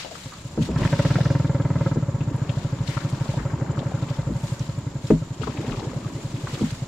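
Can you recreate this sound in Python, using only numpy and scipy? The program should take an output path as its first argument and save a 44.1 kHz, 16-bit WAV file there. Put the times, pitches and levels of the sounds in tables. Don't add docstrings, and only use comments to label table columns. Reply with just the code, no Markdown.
import sys
import numpy as np
from scipy import signal
from scipy.fft import rfft, irfft
from scipy.io import wavfile

SR = 44100
rng = np.random.default_rng(int(sys.argv[2]) if len(sys.argv) > 2 else 0)


def waveform_to_disk(signal):
    frames = np.transpose(np.atleast_2d(signal))
    scaled = np.clip(frames, -1, 1) * 32767
    samples = np.round(scaled).astype(np.int16)
    wavfile.write(sys.argv[1], SR, samples)


N = 302967

# t/s, firing rate/Hz
ENGINE_SPEED = [(0.0, 3.227), (0.49, 5.918), (0.7, 6.508), (0.8, 11.373), (0.91, 13.636), (1.03, 17.77),
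                (1.2, 20.437), (1.39, 21.193), (1.53, 19.264), (1.89, 18.9), (2.38, 13.44), (2.78, 12.465),
                (4.37, 12.108), (4.75, 11.39), (5.2, 11.366), (5.6, 10.45), (5.97, 10.668), (6.87, 10.316)]
# t/s, thump level/dB, relative bark level/dB
ENGINE_LOAD = [(.25, -27, -42), (.45, -23, -44), (.62, -16.5, -39.5), (.85, -10, -27.5),
               (1.15, -9.5, -28.5), (1.3, -10.5, -29.5), (1.43, -12.5, -31.5), (1.86, -11, -28.5),
               (1.92, -14.5, -32), (2.14, -14, -35.5), (2.85, -15.5, -35.5), (3.3, -15, -34.5),
               (4.0, -15, -34.5), (5.3, -20, -41.5), (6.87, -19.5, -43)]
# f/Hz, width/Hz, relative level/dB
PIPE_NOTES = [(276.7, 30.4, 9), (551, 31, 8.5), (600, 64, -0.5), (931, 56, -1), (1047, 80, -12.5),
              (1318, 53, -4), (1636, 74, -9.5), (1874, 35, -18.5), (2047, 33, -10), (2390, 61, -16.5)]
# f/Hz, relative level/dB
CLATTER_TONE = [(25, -26), (55, 2.5), (100, 3.5), (170, 5.5), (215, 0), (290, -2), (490, -13), (555, -7.5),
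                (660, -13.5), (820, -17), (930, -11.5), (1050, -13.5), (1300, -20), (2200, -28),
                (9000, -72)]
# t/s, blow level/dB, stem bounce f/Hz, shove level/dB, rocking level/dB
STEM_HITS = [(.5763, -19, 420, -16.5, -23), (.688, -23.5, 470, -38, -25), (1.959, -23.5, 380, -33, -48),
             (3.39, -33.5, 420, -48, -27), (4.289, -27.5, 400, -25.5, -26), (5.1036, -11, 442, -17.5, -22),
             (5.413, -30, 520, -33, -29), (5.472, -26, 480, -42, -40), (5.692, -37, 420, -40, -30),
             (6.61, -17.5, 276, -21, -34)]
# f/Hz, relative level/dB, time to fade by 60 dB (t60)/s
HULL_NOTES = [(160, -2, 0.3), (212.5, 5, 0.11), (257.3, 0, 0.16), (324.2, 4, 0.072), (410.4, 0.5, 0.071),
              (456, -3.5, 0.08), (620, -5.5, 0.11), (718, -6, 0.043), (950, 0, 0.066), (1270, 1.5, 0.037)]
# t/s, relative level/dB, f/Hz, t60/s, left over right/dB
TWIG_SNAPS = [(.046, -45, 630, 0.16, 36.5), (.11, -35, 550, .16, 9), (.152, -37, 1250, 0.076, 18),
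              (.318, -35, 1200, 0.25, -3), (.624, -33, 3180, 0.053, 13), (.829, -27, 1880, .076, 6),
              (.874, -31, 2280, 0.026, 17), (1.184, -20, 550, .03, 6), (2.206, -40.5, 2590, 0.17, 18),
              (2.362, -42, 8600, .05, 4), (2.493, -30.5, 2800, 0.066, 11), (2.876, -30.5, 3770, 0.036, 9),
              (2.905, -35, 2060, 0.48, 17.5), (2.968, -28.5, 1270, .066, 17),
              (3.005, -34.5, 1500, 0.14, 14), (3.098, -41, 8500, .04, 8), (3.256, -29, 660, 0.016, -1),
              (3.312, -40, 4200, .033, 0), (3.338, -26, 600, 0.021, -2), (3.388, -38, 1610, 0.17, 18),
              (3.829, -26.5, 600, 0.019, 1), (3.915, -27, 600, 0.034, 6), (4.085, -38, 3000, 0.1, 10),
              (4.593, -31, 5770, 0.042, -2), (4.786, -45, 8000, .025, 2), (5.104, -29, 1910, .051, 7),
              (5.418, -37, 2800, .082, 16), (5.433, -28.5, 1260, .045, 19), (5.469, -30, 950, 0.1, 18),
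              (5.571, -34, 2370, .058, 8), (5.718, -36, 2690, 0.036, 22), (5.792, -37, 3430, 0.037, 10),
              (6.47, -25.5, 1230, .03, -2), (6.544, -30, 3600, 0.036, 4)]
# t/s, relative groan level/dB, relative scratch level/dB
STEM_DRAG = [(2.3, -36.5, -47.5), (2.8, -56, -49.5), (3.06, -49, -47), (3.82, -37, -43), (4.36, -61, -50.5),
             (4.96, -52, -60), (5.24, -56, -81), (5.43, -60, -55), (5.6, -33.5, -41.5), (5.73, -33, -39),
             (5.9, -35.5, -44), (6.3, -43.5, -53), (6.6, -36.5, -42.5), (6.76, -54, -56)]
# f/Hz, relative level/dB
GROAN_TONE = [(150, -0.5), (230, 3.5), (340, 1.5), (480, -7), (650, -13), (900, -18)]
SCRATCH_TONE = [(550, -14), (800, 1.5), (1200, -1.5), (1700, -9), (2400, -14.5), (3400, -23)]
# peak t/s, relative swish level/dB, rise/s, fall/s, crisp edge over swish/dB, left over right/dB
BRANCHES = [(0.0, -37, .02, .15, -19, 4.5), (0.167, -46.5, 0.21, 0.81, -9, 4),
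            (.63, -40, 0.035, 0.094, -10.5, 3.5), (.81, -44, 0.077, 1, -13, 7),
            (1.05, -41, .4, 0.55, -19, 2), (1.87, -48.5, .35, 0.24, -22, 2),
            (2.619, -51.5, 0.6, 0.5, -15, 9), (2.89, -43.5, 0.078, 0.41, -14, 8.5),
            (3.33, -48, 0.89, 0.32, -11.5, 3.5), (4.15, -50.5, 1, 0.27, -15, 5.5),
            (4.5, -46.5, 0.31, 0.21, -7, 2), (4.61, -49.5, .05, .55, -12, 4),
            (5.08, -46.5, 0.12, 0.22, -10, 1.5), (5.43, -46.5, 0.052, 0.28, -20, 8),
            (5.72, -48.5, 0.83, 0.73, -13, 3.5), (6.25, -51.5, 0.96, 0.6, -9, 3.5),
            (6.54, -45, 0.39, 0.28, -11, 1.5), (6.66, -44.5, 0.33, 0.45, -10, 0)]
# f/Hz, relative level/dB
SWISH_TONE = [(900, -1), (1600, -0.5), (2600, -0.5), (4000, 0), (5500, -4.5), (7000, -9), (8500, -16.5),
              (11000, -27.5)]
CRISP_TONE = [(6000, 2), (7600, 6.5), (8700, -5), (10000, -3.5), (11200, -31), (12200, -4), (13300, -13),
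              (14500, -40.5), (15800, -41)]
# f/Hz, width/Hz, relative level/dB
STEM_NOTES = [(2830, 95, -1), (3470, 39, -2), (4160, 50, -2), (4980, 81, -1), (5650, 94, -6),
              (6000, 120, -6)]
# f/Hz, relative level/dB
SHRILL_AND_HISS_TONE = [(5500, -3), (6650, -1), (7000, 11.5), (7200, 4), (7450, 8.5), (7900, -15),
                        (9000, -34), (11500, -32), (12100, -17), (12900, -68), (14100, -41), (15000, -43)]
# f/Hz, relative level/dB
FOREST_TONE = [(25, 7), (60, -8), (200, -12), (600, 0.5), (1500, -21.5), (4000, -65), (12000, -37)]

CATCH_S = 0.82


def engine(silencer_hz=129, puff_s=0.024):
    thump_db, bark_db = in_time(ENGINE_LOAD)
    t = np.arange(SR // 10) / SR
    click, stroke = 1. * (t == 0), np.minimum(t / puff_s, 1)
    thumps, gas = np.zeros(N), np.zeros((2, N))
    for i in firings():
        heat = np.clip((bark_db[i] + 35.5) / 9, 0, 1)
        swell = np.abs(np.sin(np.pi * stroke)) ** (0.66 + 1.16 * heat) * np.exp(-1.3 * stroke)
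        thump = -np.sin(2 * np.pi * silencer_hz * (1 + 0.07 * heat) * t) * swell / swell.max()
        add(thumps, i / SR + 0.0016, thump * from_db(thump_db[i] + rng.normal(0, 0.24)))
        pop = butter(click, 900 + 2400 * heat, "low")
        rush = stereo_noise(len(t), spread=0.21) * from_db(-60 * t / 0.056)
        rush *= 1 - np.exp(-t / (0.00018 + 0.0046 * (1 - heat)))
        add(gas, i / SR + 0.00201, (27 * pop + 2.74 * rush) * from_db(bark_db[i] + rng.normal(0, 0.42)))
    bark = butter(ring(gas, PIPE_NOTES), 2430, "low", order=4)
    shudder = from_db(-21) * swell_and_fade(CATCH_S, rise_s=0.13, fall_s=0.08)
    clatter = diffuse_noise(CLATTER_TONE, apart_hz=2400) * np.hypot(from_db(thump_db - 19.5), shudder)
    return from_db(0.04) * thumps + from_db(14.5) * bark + clatter


def firings():
    cycles_done = np.cumsum(in_time(ENGINE_SPEED)[0]) / SR
    return np.flatnonzero(np.diff(np.floor(cycles_done)))


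def exhaust_cracks():
    out, strength = np.zeros((2, N)), swell_and_fade(CATCH_S, rise_s=0.081, fall_s=0.8)
    for i in firings():
        crack = crackle(hz=1640, t60=0.066) * from_db(-17.5 + rng.normal(0, 2.5))
        add(out, i / SR + 0.00303, strength[i] * crack)
    return out


def knocks(shove_after_s=0.01324):
    out = np.zeros((2, N))
    for s, blow_db, bounce_hz, shove_db, _ in STEM_HITS:
        add(out, s, planks(blow_db, bounce_hz))
        add(out, s + shove_after_s, planks(shove_db, bounce_hz=227))
    return out * pan(0.76)


def planks(db, bounce_hz, stem_damping=0.66):
    out, t = 0, np.arange(SR // 2) / SR
    for hz, note_db, t60 in HULL_NOTES:
        swell = 1 - np.exp(-t * hz * hz / 330)
        ratio = hz / bounce_hz
        level = from_db(db + note_db + rng.normal(0, 1.2)) / np.hypot(1 - ratio ** 2, stem_damping * ratio)
        phase = 2 * np.pi * hz * (1 + rng.normal(0, 0.023)) * t + rng.normal(0, hz / 1900, (2, 1))
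        out = out + level * swell * from_db(-60 * t / t60) * np.sin(phase)
    return out


def rocking(heave_hz=58):
    out, t = np.zeros(N), np.arange(SR // 2) / SR
    swell = t / 0.031 * np.exp(1 - t / 0.024)
    for s, *_, db in STEM_HITS:
        add(out, s, from_db(db) * swell * np.sin(2 * np.pi * heave_hz * (1 + rng.normal(0, 0.2)) * t))
    return out


def twigs():
    out = np.zeros((2, N))
    for s, db, hz, t60, side_db in list(TWIG_SNAPS) + small_twigs():
        add(out, s, crackle(hz, t60) * from_db(db + 3.0) * pan(side_db))
    return out


def small_twigs(per_s=4.4, low_hz=1200, high_hz=4200, t60=0.063, side_db=19.5):
    start, scratch_db = STEM_DRAG[0][0], in_time(STEM_DRAG)[1]
    length = N / SR - start
    when, pitch, size = random_columns(int(per_s * length), 3)
    times = start + length * when
    levels = scratch_db[(times * SR).astype(int)] + 4 - 6 * size
    pitches = low_hz * (high_hz / low_hz) ** pitch
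    return [(s, db, hz, t60, side_db) for s, db, hz in zip(times, levels, pitches)]


def dragging_stems():
    groan_db, scratch_db = in_time(STEM_DRAG)
    touching = np.arange(N) / SR > STEM_DRAG[0][0]
    groan = grains(GROAN_TONE, per_s=320, spread_db=2.5, scatter=.28, cycles=16.5)
    scratch = grains(SCRATCH_TONE, per_s=700, spread_db=2.2, scatter=.65, cycles=20)
    return touching * (from_db(groan_db + 1) * groan + from_db(scratch_db - 1) * scratch * pan(6.5))


def leaves():
    swish_gain, crisp_gain = leaf_contact()
    swish = from_db(3) * butter(diffuse_noise(SWISH_TONE, apart_hz=800), 830, "high")
    rasp = from_db(-3.5) * grains(SWISH_TONE, per_s=600, spread_db=2.8, scatter=1.5, cycles=44)
    crisp = from_db(5.5) * grains(CRISP_TONE, per_s=7400, spread_db=-1.5, scatter=1.28, cycles=27)
    return swish_gain * (swish + rasp) + crisp_gain * crisp


def leaf_contact(flutter_db=1.17):
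    swish, crisp = from_db(-61.5) ** 2, from_db(-70.5) ** 2
    for s, db, rise_s, fall_s, crisp_db, side_db in BRANCHES:
        power = (from_db(db) * pan(side_db) * swell_and_fade(s, rise_s, fall_s)) ** 2
        swish += power
        crisp += power * from_db(crisp_db) ** 2
    uneven = flutter(flutter_db, band_hz=[10, 35])
    return uneven * np.sqrt(swish), uneven * np.sqrt(crisp)


def rubbing_stem():
    friction = stereo_noise(N, spread=0.97)
    ringing = rms_one(butter(ring(friction, STEM_NOTES), [2300, 6500], "band"))
    return from_db(-47) * ringing * swell_and_fade(peak_s=1.075, rise_s=0.76, fall_s=0.17, hold_s=0.24)


def thicket(x, count=14):
    out = np.zeros((2, N))
    dull = butter(x, 2500, "low")
    for side in range(2):
        for delay in rng.uniform(0.01, 0.11, count):
            add(out[side], delay, dull[side] * from_db(-60 * delay / 0.12) * rng.choice([-1, 1]))
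    return butter(out, 330, "high")


def insects_and_hiss(flutter_db=2.07):
    gain = from_db(-53.5) * flutter(flutter_db, band_hz=[10, 22])
    return gain * diffuse_noise(SHRILL_AND_HISS_TONE, apart_hz=3000)


def forest():
    return from_db(-53) * diffuse_noise(FOREST_TONE, apart_hz=700)


def crackle(hz, t60):
    t = np.arange(SR // 5) / SR
    burst = stereo_noise(len(t), spread=hz / (hz + 2500)) * from_db(6.5 * rng.standard_normal(len(t)))
    ringing = resonate(burst * from_db(-60 * t / t60), hz, 0.31 * hz)
    crack = butter(ringing, 1.53 * hz, "low", order=3)
    return crack / np.abs(crack).max()


def grains(spectrum, per_s, spread_db, scatter, cycles):
    when, size, pitch, where = random_columns(int(per_s * N / SR), 4)
    low, high = spectrum[0][0], spectrum[-1][0]
    hz = low * (high / low) ** pitch
    height = hz * from_db(at_hz(spectrum, hz) + spread_db * np.minimum(-np.log(1 - size), 4))
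    step = np.arange(int(.6 * cycles * SR / low))
    turns = np.outer(np.float32(hz / SR), np.float32(step))
    fade = np.exp(-turns * float(np.log(1000) / cycles))
    rings = np.sin(2 * np.pi * turns) * np.minimum(turns, 1) * fade
    at = ((when * N).astype(int)[:, None] + step).ravel()
    angle = np.pi / 4 + scatter * (2 * where - 1) + np.pi * (np.arange(len(hz)) % 2)
    ears = height * np.array([np.cos(angle), np.sin(angle)])
    return rms_one(np.array([np.bincount(at, (rings * ear[:, None]).ravel(), N)[:N] for ear in ears]))


def diffuse_noise(spectrum, apart_hz):
    hz = np.fft.rfftfreq(N, 1 / SR)
    mid, side = rfft(rng.standard_normal((2, N))) * from_db(at_hz(spectrum, hz))
    side = side * hz / np.hypot(hz, apart_hz)
    return rms_one(irfft(np.array([mid + side, mid - side]), N))


def stereo_noise(n, spread):
    return rng.standard_normal(n) + spread * rng.standard_normal((2, n))


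def random_columns(rows, columns):
    return np.random.default_rng(rng.integers(2 ** 31)).random((rows, columns)).T


def flutter(depth_db, band_hz):
    return from_db(depth_db * rms_one(butter(rng.standard_normal(N), band_hz, "band")))


def swell_and_fade(peak_s, rise_s, fall_s, hold_s=0):
    t = np.arange(N) / SR - peak_s
    return 10 ** -np.minimum(np.maximum(-t, 0) / rise_s + np.maximum(t - hold_s, 0) / fall_s, 10)


def ring(x, notes):
    return sum(resonate(x, hz, width) * from_db(db) * (-1) ** k for k, (hz, width, db) in enumerate(notes))


def resonate(x, hz, width_hz):
    r = np.exp(-np.pi * width_hz / SR)
    feedback = [1, -2 * r * np.cos(2 * np.pi * hz / SR), r * r]
    return signal.lfilter(np.array([1, 0, -1]) * (1 - r * r) / 2, feedback, x + 1e-18)


def butter(x, hz, kind, order=2):
    sections = signal.butter(order, np.clip(hz, 10, .45 * SR), kind, fs=SR, output="sos")
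    return signal.sosfilt(sections, x + 1e-18)


def add(out, s, sound):
    i = max(0, int(s * SR))
    out[..., i:i + sound.shape[-1]] += sound[..., :N - i]


def in_time(rows):
    s, *columns = np.transpose(rows)
    return [np.interp(np.arange(N) / SR, s, c) for c in columns]


def at_hz(points, hz):
    f, db = np.transpose(points)
    return np.interp(np.log(np.maximum(hz, 1)), np.log(f), db)


def pan(db):
    return from_db(np.array([[.5], [-.5]]) * db)


def from_db(db):
    return 10 ** (np.asarray(db) / 20)


def rms_one(x):
    return x / np.sqrt(np.mean(x ** 2) + 1e-20)


def scene():
    boat = engine() + exhaust_cracks() + knocks() + rocking() + twigs()
    surroundings = forest() + from_db(-8) * thicket(boat)
    bushes = leaves() + dragging_stems() + rubbing_stem()
    return boat + bushes + insects_and_hiss() + surroundings


def record(dry, cutoff_hz=15750):
    return signal.sosfilt(signal.ellip(14, .1, 90, cutoff_hz, fs=SR, output="sos"), dry)


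dry = scene()
out = record(dry)
waveform_to_disk(out)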